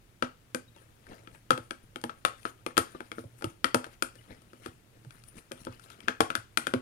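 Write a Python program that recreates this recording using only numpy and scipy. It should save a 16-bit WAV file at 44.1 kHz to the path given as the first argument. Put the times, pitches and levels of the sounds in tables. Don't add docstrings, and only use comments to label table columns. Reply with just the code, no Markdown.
import sys
import numpy as np
from scipy import signal
from scipy.fft import rfft, irfft, next_fast_len
from scipy.io import wavfile
from scipy.ndimage import uniform_filter1d

SR = 44100
rng = np.random.default_rng(int(sys.argv[2]) if len(sys.argv) > 2 else 0)


def master_out(mix):
    frames = np.transpose(np.atleast_2d(mix))
    ceiling = np.clip(frames, -1, 1)
    pcm = np.round(ceiling * 32767).astype(np.int16)
    wavfile.write(sys.argv[1], SR, pcm)


N = 300321

# pitch in Hz, relative level per hertz in dB.
AIR_SPECTRUM = [(15, -21), (30, -31), (60, -15.5), (110, -9), (200, -12.5), (300, -16), (600, -21.5),
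                (1000, -23), (1400, -23), (2500, -23.5), (5000, -29.5), (9000, -30), (15600, -33.5),
                (16100, -47.5)]
# pitch in Hz, likeness (1 is the same).
AIR_LIKENESS = [(60, 0.9), (240, 0.76), (950, -0.05), (3770, 0.014), (15000, 0.023)]
# pitch in Hz, left minus right in dB.
AIR_BALANCE = [(60, -11.5), (180, -1.5), (550, -1.5), (1650, 6), (4970, 7), (15000, 5.5)]
# pitch in Hz, width in Hz, level in dB.
ROOM_HUMS = [(38.3, 5, -73.5), (115.9, 15, -67)]
# time of most pressure in seconds, rise in seconds, fall in seconds,
# rub level in dB, hiss level in dB, level of the rub's low body in dB.
SPOON_STROKES = [(.78, .04, 0.28, -66, -71, -66), (1.12, 0.072, .14, -55, -67, -47.5),
                 (1.353, 0.1, 0.06, -63.5, -65.5, -61), (1.64, 0.051, 0.054, -75, -62.5, -66),
                 (1.838, 0.021, 0.022, -69, -66, -66), (2.17, 0.046, 0.088, -78, -74, -71),
                 (2.39, 0.076, 0.07, -62, -78, -66), (2.5, 0.12, 0.017, -57, -51, -62),
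                 (2.6, 0.073, 0.04, -75, -82, -68), (2.92, 0.098, 0.15, -58, -61.5, -58),
                 (3.062, 0.025, 0.029, -60, -65, -68), (3.19, 0.07, 0.069, -58.5, -55.5, -62),
                 (3.4, 0.063, 0.036, -65, -57.5, -63.5), (3.5, .05, 0.039, -58, -57.5, -62),
                 (3.934, 0.074, 0.056, -60.5, -65, -58.5), (4.16, 0.027, 0.14, -68, -65.5, -69),
                 (4.318, 0.078, 0.091, -56, -68.5, -52), (4.653, 0.091, 0.083, -53, -57.5, -59),
                 (4.97, .05, .05, -76.5, -81, -59.5), (5.15, 0.14, 0.17, -63.5, -66, -72),
                 (5.288, 0.031, 0.01, -67, -53, -71), (5.385, 0.05, 0.034, -51.5, -53, -53),
                 (5.601, 0.082, 0.075, -59, -58, -68), (5.73, 0.13, 0.066, -55.5, -68, -56),
                 (5.85, 0.065, 0.058, -59.5, -60, -73), (5.92, 0.067, 0.086, -54, -66, -59),
                 (6.04, 0.054, 0.041, -55.5, -69, -56), (6.42, 0.063, 0.075, -66, -87, -63),
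                 (6.65, 0.075, .04, -59, -60, -64), (6.7, 0.036, .04, -56, -59, -56)]
# pitch in Hz, relative level per hertz in dB.
RUB_SPECTRUM = [(120, 1), (280, 1), (520, 0), (900, -4), (1350, 3), (1800, -1), (2300, -4), (2700, -5.5),
                (3100, -4), (4000, -9), (5000, -12.5), (7000, -20.5), (12000, -42)]
# pitch in Hz, relative level per hertz in dB.
HISS_SPECTRUM = [(3000, -32.5), (6000, -10.5), (7500, -13), (9500, -3.5), (11000, -8.5), (13000, -17.5),
                 (15500, -20.5), (16200, -35)]
# start in seconds, peak level in dB of wall ring, table thud, bottom ring, rim clack
# and metallic crack, pitch in Hz that the struck spot favours in the wall, length factor of wall and bottom ring.
SPOON_KNOCKS = [(0.2243, -11.5, -20, -25.5, -17.5, -29, 1340, 0.78),
                (0.547, -19.5, -23.5, -34.5, -19, -17.5, 1560, 1),
                (0.763, -53, -51, -49.5, -44, -48, 930, 0.86), (1.0678, -39, -52, -52, -57, -53, 1600, 0.7),
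                (1.2736, -37, -44, -51, -35.5, -58, 1410, 0.9),
                (1.348, -44, -57, -47, -61, -58, 1560, 0.67),
                (1.506, -4.5, -16.5, -19, -12.5, -17.5, 1340, 0.72),
                (1.5771, -28, -30, -37.5, -27, -32.5, 1560, 0.9),
                (1.7084, -21, -33.5, -36.5, -23.5, -29.5, 1490, 0.69),
                (1.959, -23.5, -33.5, -33.5, -26.5, -32, 1560, 0.39),
                (2.0147, -53, -69, -58, -48, -37, 1570, 0.98),
                (2.039, -21.5, -23.5, -22.5, -25.5, -26.5, 1780, 0.57),
                (2.095, -23.5, -36.5, -38.5, -29.5, -43, 1340, 0.71),
                (2.2502, -6, -41, -15.5, -10, -15.5, 1226, 0.47),
                (2.431, -61, -65, -65, -44, -41, 995, 0.96),
                (2.453, -14, -29.5, -26, -26.5, -35.5, 1390, 0.32),
                (2.6638, -18, -26, -27.5, -19, -25, 1230, 0.33),
                (2.707, -39, -70, -61, -57, -51, 1790, 0.7),
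                (2.769, -19.5, -29.5, -30, -16, -22.5, 1350, 0.9),
                (2.7783, -4, -16, -20, -9.5, -8.5, 1390, 0.72),
                (2.949, -34, -32.5, -40, -59, -59, 1116, 0.66),
                (3.005, -27.5, -32.5, -34, -32, -38.5, 1540, 0.73),
                (3.1168, -24.5, -35, -36, -25.5, -36, 1360, 0.37),
                (3.183, -28, -27.5, -39, -44, -52, 1240, 0.59),
                (3.24, -63, -39.5, -54, -54, -53, 1810, 0.9), (3.41, -43, -52, -46, -49.5, -49, 1360, 0.83),
                (3.4224, -28.5, -33, -34, -33, -35.5, 1410, 0.95),
                (3.4425, -25, -23, -33, -23, -22.5, 1310, 1),
                (3.6438, -7.5, -23.5, -38, -8, -17.5, 1550, 0.8),
                (3.7453, -9.5, -14, -11.5, -11.5, -10, 1290, 0.75),
                (3.843, -23.5, -46, -41, -29, -35, 1560, 0.53), (3.8653, -43, -40, -44, -50, -42, 1310, 1),
                (4.0234, -14.5, -26, -40, -16, -12.5, 1360, 0.81),
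                (4.1546, -47.5, -50, -58, -50.5, -44, 1730, 0.88),
                (4.307, -45, -40.5, -48.5, -65, -58.5, 1800, 1),
                (4.419, -53.5, -60, -66, -60, -46.5, 1270, 0.9),
                (4.5326, -38, -42, -48, -47, -50, 1260, 0.36),
                (4.661, -24.5, -31, -36, -31, -32, 1350, 0.38),
                (5.048, -46.5, -49, -52, -52, -48, 1560, 0.67), (5.107, -42, -63, -66, -41.5, -42, 1560, 1),
                (5.238, -51, -63, -66.5, -49.5, -40, 1350, 0.82),
                (5.513, -37, -34, -40.5, -60.5, -59, 1200, 0.61),
                (5.518, -33, -35.5, -57, -27.5, -27, 1800, 1),
                (5.65, -66, -57, -49, -39, -33.5, 1560, 0.35),
                (5.669, -28.5, -27, -31, -38.5, -53, 1330, 0.74),
                (5.796, -42.5, -73, -62, -50, -42, 1310, 1), (5.9019, -41, -53, -50, -42, -35.5, 1340, 1),
                (6.0046, -57, -69, -55, -35, -39.5, 1310, 0.9),
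                (6.078, -42, -31, -36, -31, -45, 1500, 0.45),
                (6.083, -8, -23.5, -20, -13.5, -26.5, 1705, 0.57),
                (6.2057, -2.5, -15.5, -5.5, -10.5, -13.5, 1126, 0.25),
                (6.303, -16, -31, -33, -20, -29.5, 1240, 0.41),
                (6.3529, -12, -30.5, -36, -18, -17, 1474, 0.7),
                (6.5733, -11, -26, -31, -9, -7.5, 1423, 0.97),
                (6.669, -14.5, -27, -35, -18, -21, 1550, 0.81),
                (6.7378, -13.5, -15.5, -46, -17.5, -27, 1180, 0.39)]
# pitch in Hz, level in dB, time to fall 60 dB in seconds.
WALL_TONES = [(1110, -6.5, 0.089), (1180, -28.5, 0.01), (1290, -11.5, 0.066), (1360, 13.5, 0.02),
              (1516, 10, 0.013), (1560, 0, 0.0088), (1552, 7, 0.02), (1737, 3.5, 0.022)]
# pitch in Hz, level in dB, time to fall 60 dB in seconds.
TABLE_TONES = [(159, -6, 0.061), (253, -6.5, 0.17), (344, 5, 0.043), (394.4, -3, 0.043), (486, -0.5, 0.06),
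               (521.4, 0, 0.051)]
# pitch in Hz, level in dB, time to fall 60 dB in seconds.
BOTTOM_TONES = [(582, -4, 0.058), (691, -3.5, 0.045), (769, -7, 0.052), (847, -1, 0.067), (945, 1, 0.035),
                (954, -5.5, 0.019)]
# pitch in Hz, level in dB, time to fall 60 dB in seconds.
RIM_TONES = [(1995, 8.5, 0.01), (2216, -9, 0.025), (2368, 5, 0.015), (2683, 11, 0.0071),
             (3087, 7.5, 0.0077), (3275, 3.5, 0.014), (3760, -17.5, 0.015), (4355, 1.5, 0.01),
             (4970, -38, 0.0027), (5770, -3, 0.0061)]
# pitch in Hz, relative level per hertz in dB.
CRACK_SPECTRUM = [(2000, -15.5), (4500, 5), (7200, -1), (9300, 4.5), (11000, -1.5), (13000, -7),
                  (16500, -24)]
# time of the peak in seconds, level in dB, half length in seconds.
LOW_THUMPS = [(0.239, -43.5, 0.0083), (1.537, -36.5, 0.013), (1.604, -42, 0.0049), (2.058, -45, 0.01),
              (2.802, -36.5, 0.0088), (3.205, -48.5, 0.011), (3.258, -40, 0.0083), (3.448, -35, 0.008),
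              (3.471, -33.5, 0.0072), (3.764, -34, 0.0087), (4.688, -41, 0.0041), (5.074, -43, 0.0122),
              (5.538, -47.5, 0.0056), (5.7, -40, 0.008), (6.228, -36, 0.0068), (6.382, -45.5, 0.012),
              (6.765, -33, 0.0088)]
# start in seconds, peak in dB, pitch in Hz, length in seconds.
WET_SQUEAKS = [(.675, -58, 3820, 0.024), (0.742, -62, 3820, 0.019), (0.776, -62.5, 3220, 0.022),
               (4.183, -52.5, 2950, 0.018)]
# pitch in Hz, left minus right in dB.
PORT_SHADE = [(100, 5.5), (300, -1), (700, 4.5), (1400, 15), (3000, 17), (6000, 27), (10000, 34),
              (15000, 13)]
# pitch in Hz, level in dB.
ROOM_SEND = [(100, -3.5), (500, 0), (1500, -2.5), (4000, -12), (10000, 5.5), (15000, -1.5), (16300, -12.5)]
# delay in seconds, level in dB.
ROOM_ECHOES = [(.009, -20.5), (0.0158, -30), (0.016, -28.5)]
# pitch in Hz, time to fall 60 dB in seconds.
ROOM_DECAY = [(125, 0.22), (500, 0.24), (1500, 0.24), (4000, 0.38), (10000, 0.17), (16000, 0.18)]

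AIR_DB = -64
STROKE_ENDS_DB = -20.5
CREEP_RUB_DB, CREEP_HISS_DB = -75.5, -83.5
BODY_HZ = 950
POPS_DB, POPS_PER_S = -6, 90
TABLE_SPOT_HZ, RIM_SPOT_HZ = 428, 2715
CRACK_T60_S = 0.009
BOUNCE_S, BOUNCE_DB = 0.002, -5
RATTLE_DB, RATTLE_T60_S = -24.5, 0.14
THUMP_HZ = 114
LAG_S = 0.00041
ROOM_DB, ROOM_LEAN = -8.5, 0.44
EDGE_HZ = 16700


def gain_of(db):
    return 10 ** (np.asarray(db) / 20)


def evened(x):
    return x / np.sqrt(np.mean(x ** 2) + 1e-20)


def read(points, hz):
    table_hz, value = np.transpose(points)
    return np.interp(np.log(hz + 1), np.log(table_hz + 1), value)


def add(mix, s, sound):
    part = mix[round(s * SR):][:len(sound)]
    part += sound[:len(part)]


def coloured(x, response):
    size = next_fast_len(x.shape[-1])
    spectrum = rfft(x, size) * response(np.fft.rfftfreq(size, 1 / SR))
    return irfft(spectrum, size)[..., :x.shape[-1]]


def air():
    left_noise, other_noise, hum_noise = rng.standard_normal((3, N))

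    def likeness(hz):
        return np.clip(read(AIR_LIKENESS, hz), -1, 1)

    left = coloured(left_noise, lambda hz: gain_of(read(AIR_SPECTRUM, hz)))
    right = coloured(left_noise, likeness)
    right += coloured(other_noise, lambda hz: np.sqrt(1 - likeness(hz) ** 2))
    right = coloured(right, lambda hz: gain_of(read(AIR_SPECTRUM, hz) - read(AIR_BALANCE, hz)))
    hums = np.zeros(N)
    for hum_hz, width_hz, db in ROOM_HUMS:
        band = coloured(hum_noise, lambda hz: 1 / (1 + (2 * (hz - hum_hz) / width_hz) ** 2))
        hums += gain_of(db) * evened(band)
    return gain_of(AIR_DB) * evened(np.array([left, right])) + hums


def pressure(column, creep_db):
    t, out = np.arange(N) / SR, np.full(N, gain_of(creep_db))
    for row in SPOON_STROKES:
        s, rise_s, fall_s = row[:3]
        near = slice(max(round((s - 0.5) * SR), 0), round((s + 0.5) * SR))
        late = t[near] - s
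        distance = np.maximum(-late / rise_s, late / fall_s)
        out[near] += gain_of(row[column] + STROKE_ENDS_DB * distance ** 0.88)
    return out


def patchy(x, patch_db, frames, bins):
    z = signal.stft(x, nperseg=256)[2]
    field = uniform_filter1d(rng.standard_normal(z.shape), bins, 0)
    field = uniform_filter1d(field, frames, 1)
    return evened(signal.istft(z * gain_of(patch_db * evened(field)), nperseg=256)[1][:N])


def slime_pops():
    size = gain_of(0.47 * np.minimum(rng.exponential(1, N), 4))
    size = size * (rng.random(N) < POPS_PER_S / SR)
    kind, t, pops = rng.integers(0, 12, N), np.arange(200) / SR, np.zeros(N)
    for k, hz in enumerate(np.geomspace(1300, 11000, 12)):
        pop = np.sin(2 * np.pi * hz * t) * np.exp(-hz * t / 1.7)
        pops += signal.oaconvolve(size * (kind == k), pop)[:N]
    return evened(pops)


def drag():
    rub = pressure(column=3, creep_db=CREEP_RUB_DB)
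    hiss = pressure(column=4, creep_db=CREEP_HISS_DB)
    body = pressure(column=5, creep_db=CREEP_RUB_DB)

    def low(hz):
        return 1 / (1 + (hz / BODY_HZ) ** 6)

    def high(hz):
        return 1 - low(hz)

    grain = gain_of(1.9 * evened(uniform_filter1d(rng.standard_normal(N), 150)))
    layers = ((RUB_SPECTRUM, low, body, 1.1),
              (RUB_SPECTRUM, high, rub, 1.2),
              (HISS_SPECTRUM, np.ones_like, hiss, 1.3))
    out = np.zeros(N)
    for spectrum, share, loudness, roughness in layers:
        noise = grain ** roughness * rng.standard_normal(N)
        noise = coloured(noise, lambda hz: share(hz) * gain_of(read(spectrum, hz)))
        out += loudness * patchy(noise, 4.5, frames=8, bins=4)
    return out + gain_of(POPS_DB) * rub * slime_pops()


def ring(modes, spot_hz, luck, stretch, rise_s, focus_db, reach_db):
    hz, db, t60 = np.transpose(modes)[:, :, None]
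    strength, detune = luck.reshape(2, -1, 1)[:, :len(modes)]
    t = np.arange(5000) / SR
    db = db - np.minimum(focus_db * abs(np.log2(hz / spot_hz)), reach_db)
    db, hz = db + 2.5 * strength, hz * (1 + 0.035 * detune)
    tones = gain_of(db - 60 * t / (t60 * stretch)) * np.sin(2 * np.pi * hz * t)
    sound = tones.sum(0) * (1 - np.exp(-t / rise_s))
    return sound / abs(sound).max()


def metal_crack(burst, crack_db):
    t = np.arange(len(burst)) / SR
    tilt_db = 0.051 * (crack_db + 27.0)
    spectrum = rfft(burst * gain_of(-60 * t / CRACK_T60_S))
    click = irfft(spectrum / abs(spectrum))
    click = click * gain_of(-30 * t / CRACK_T60_S)
    crack = coloured(click, lambda hz: gain_of(read(CRACK_SPECTRUM, hz) + tilt_db * np.log2((hz + 1) / 9000)))
    crack = np.roll(crack, 16)[:600]
    return crack / abs(crack).max()


def knocks():
    out = np.zeros(N)
    luck = rng.standard_normal((len(SPOON_KNOCKS), 4, 20))
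    noise = rng.standard_normal((len(SPOON_KNOCKS), 1024))
    for row, blow_luck, burst in zip(SPOON_KNOCKS, luck, noise):
        s, wall_db, thud_db, bottom_db, rim_db, crack_db, wall_hz, stretch = row
        wall_luck, table_luck, rim_luck, bottom_luck = blow_luck
        add(out, s, gain_of(wall_db) * ring(WALL_TONES, wall_hz, wall_luck, stretch, 0.001, 39, 16.0))
        add(out, s, gain_of(thud_db) * ring(TABLE_TONES, TABLE_SPOT_HZ, table_luck, 0.88, 0.0011, 9, 2.4))
        add(out, s, gain_of(bottom_db) * ring(BOTTOM_TONES, wall_hz, bottom_luck, stretch, 0.0012, 0, 0))
        add(out, s, gain_of(rim_db) * ring(RIM_TONES, RIM_SPOT_HZ, rim_luck, 0.71, 0.00092, 11, 3.1))
        crack = metal_crack(burst, crack_db)
        bounce_s = BOUNCE_S * gain_of(2 * wall_luck[-1])
        for late_s, db in ((0, 0), (bounce_s, BOUNCE_DB)):
            add(out, s + late_s - 16 / SR, gain_of(crack_db + db) * crack)
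    no_bass = signal.butter(2, 150, "high", fs=SR, output="sos")
    return signal.sosfilt(no_bass, out)


def rattle():
    blows, t = np.zeros(N), np.arange(8000) / SR
    for row in SPOON_KNOCKS:
        s, wall_db = row[:2]
        fade = gain_of(wall_db + RATTLE_DB - 60 * t / RATTLE_T60_S)
        add(blows, s, fade * (1 - np.exp(-t / 0.0014)))
    bumps = gain_of(1.66 * evened(uniform_filter1d(rng.standard_normal(N), 60)))
    noise = bumps * rng.standard_normal(N)
    noise = coloured(noise, lambda hz: gain_of(read(RUB_SPECTRUM, hz) + 1.24 * np.log2((hz + 1) / 1000)))
    return blows * evened(noise)


def thumps():
    out, t = np.zeros(N), np.arange(8000) / SR
    for (s, db, half_s), (phase, luck) in zip(LOW_THUMPS, rng.random((len(LOW_THUMPS), 2))):
        swell = t / half_s * np.exp(1 - t / half_s)
        hz = THUMP_HZ * (1 + 0.3 * (luck - 0.5))
        add(out, s - half_s, gain_of(db) * swell ** 2 * np.sin(2 * np.pi * (hz * t + phase)))
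    no_bass = signal.butter(2, 75, "high", fs=SR, output="sos")
    return signal.sosfilt(no_bass, out)


def squeaks():
    out = np.zeros(N)
    for s, db, hz, length_s in WET_SQUEAKS:
        t = np.arange(0, length_s, 1 / SR)
        add(out, s, gain_of(db) * np.sin(np.pi * t / length_s) * np.sin(2 * np.pi * hz * t))
    return out


def ports(left, right, share):
    def far_path(hz):
        return gain_of(-share * read(PORT_SHADE, hz)) * np.exp(-2j * np.pi * hz * LAG_S)

    return np.array([left, coloured(right, far_path)])


def tail():
    size = SR // 2
    taps = np.zeros((2, size))
    at = np.arange(60, size - 20, 20)
    at = at + rng.integers(0, 20, (2, len(at)))
    np.put_along_axis(taps, at, rng.choice([-1., 1.], at.shape), 1)
    taps[1] = 0.4 * taps[0] + 0.9 * taps[1]
    hz, t, z = signal.stft(taps, SR, nperseg=256)
    fade = gain_of(-60 * t / read(ROOM_DECAY, hz)[:, None])
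    out = signal.istft(z * fade, SR, nperseg=256)[1][:, :size]
    out *= gain_of(ROOM_DB) / np.linalg.norm(out[0])
    for s, db in ROOM_ECHOES:
        out[:, round(s * SR)] += gain_of(db)
    return out


def room(x):
    sent = coloured(x, lambda hz: gain_of(read(ROOM_SEND, hz)))
    turn = 2 * np.pi * 1.3 * np.arange(N) / SR
    wet = np.zeros((2, N))
    for k in range(3):
        share = abs(np.sqrt(2 / 3) * np.cos(turn + k * np.pi / 3))
        wet += signal.oaconvolve((sent * share)[None], tail(), axes=1)[:, :N]
    return ports(*wet, ROOM_LEAN)


def scene():
    cup = knocks() + rattle() + drag() + squeaks()
    direct = ports(cup, cup, 1)
    bumps = thumps() * gain_of([[-1.5], [1.5]])
    return direct + room(cup) + bumps + air()


def record(dry):
    rounded = np.tanh(dry / 1.348) * 1.682
    band_limit = signal.firwin(511, EDGE_HZ, window=("kaiser", 9), fs=SR)
    return signal.oaconvolve(rounded, band_limit[None], "same")


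dry = scene()
out = record(dry)
master_out(out)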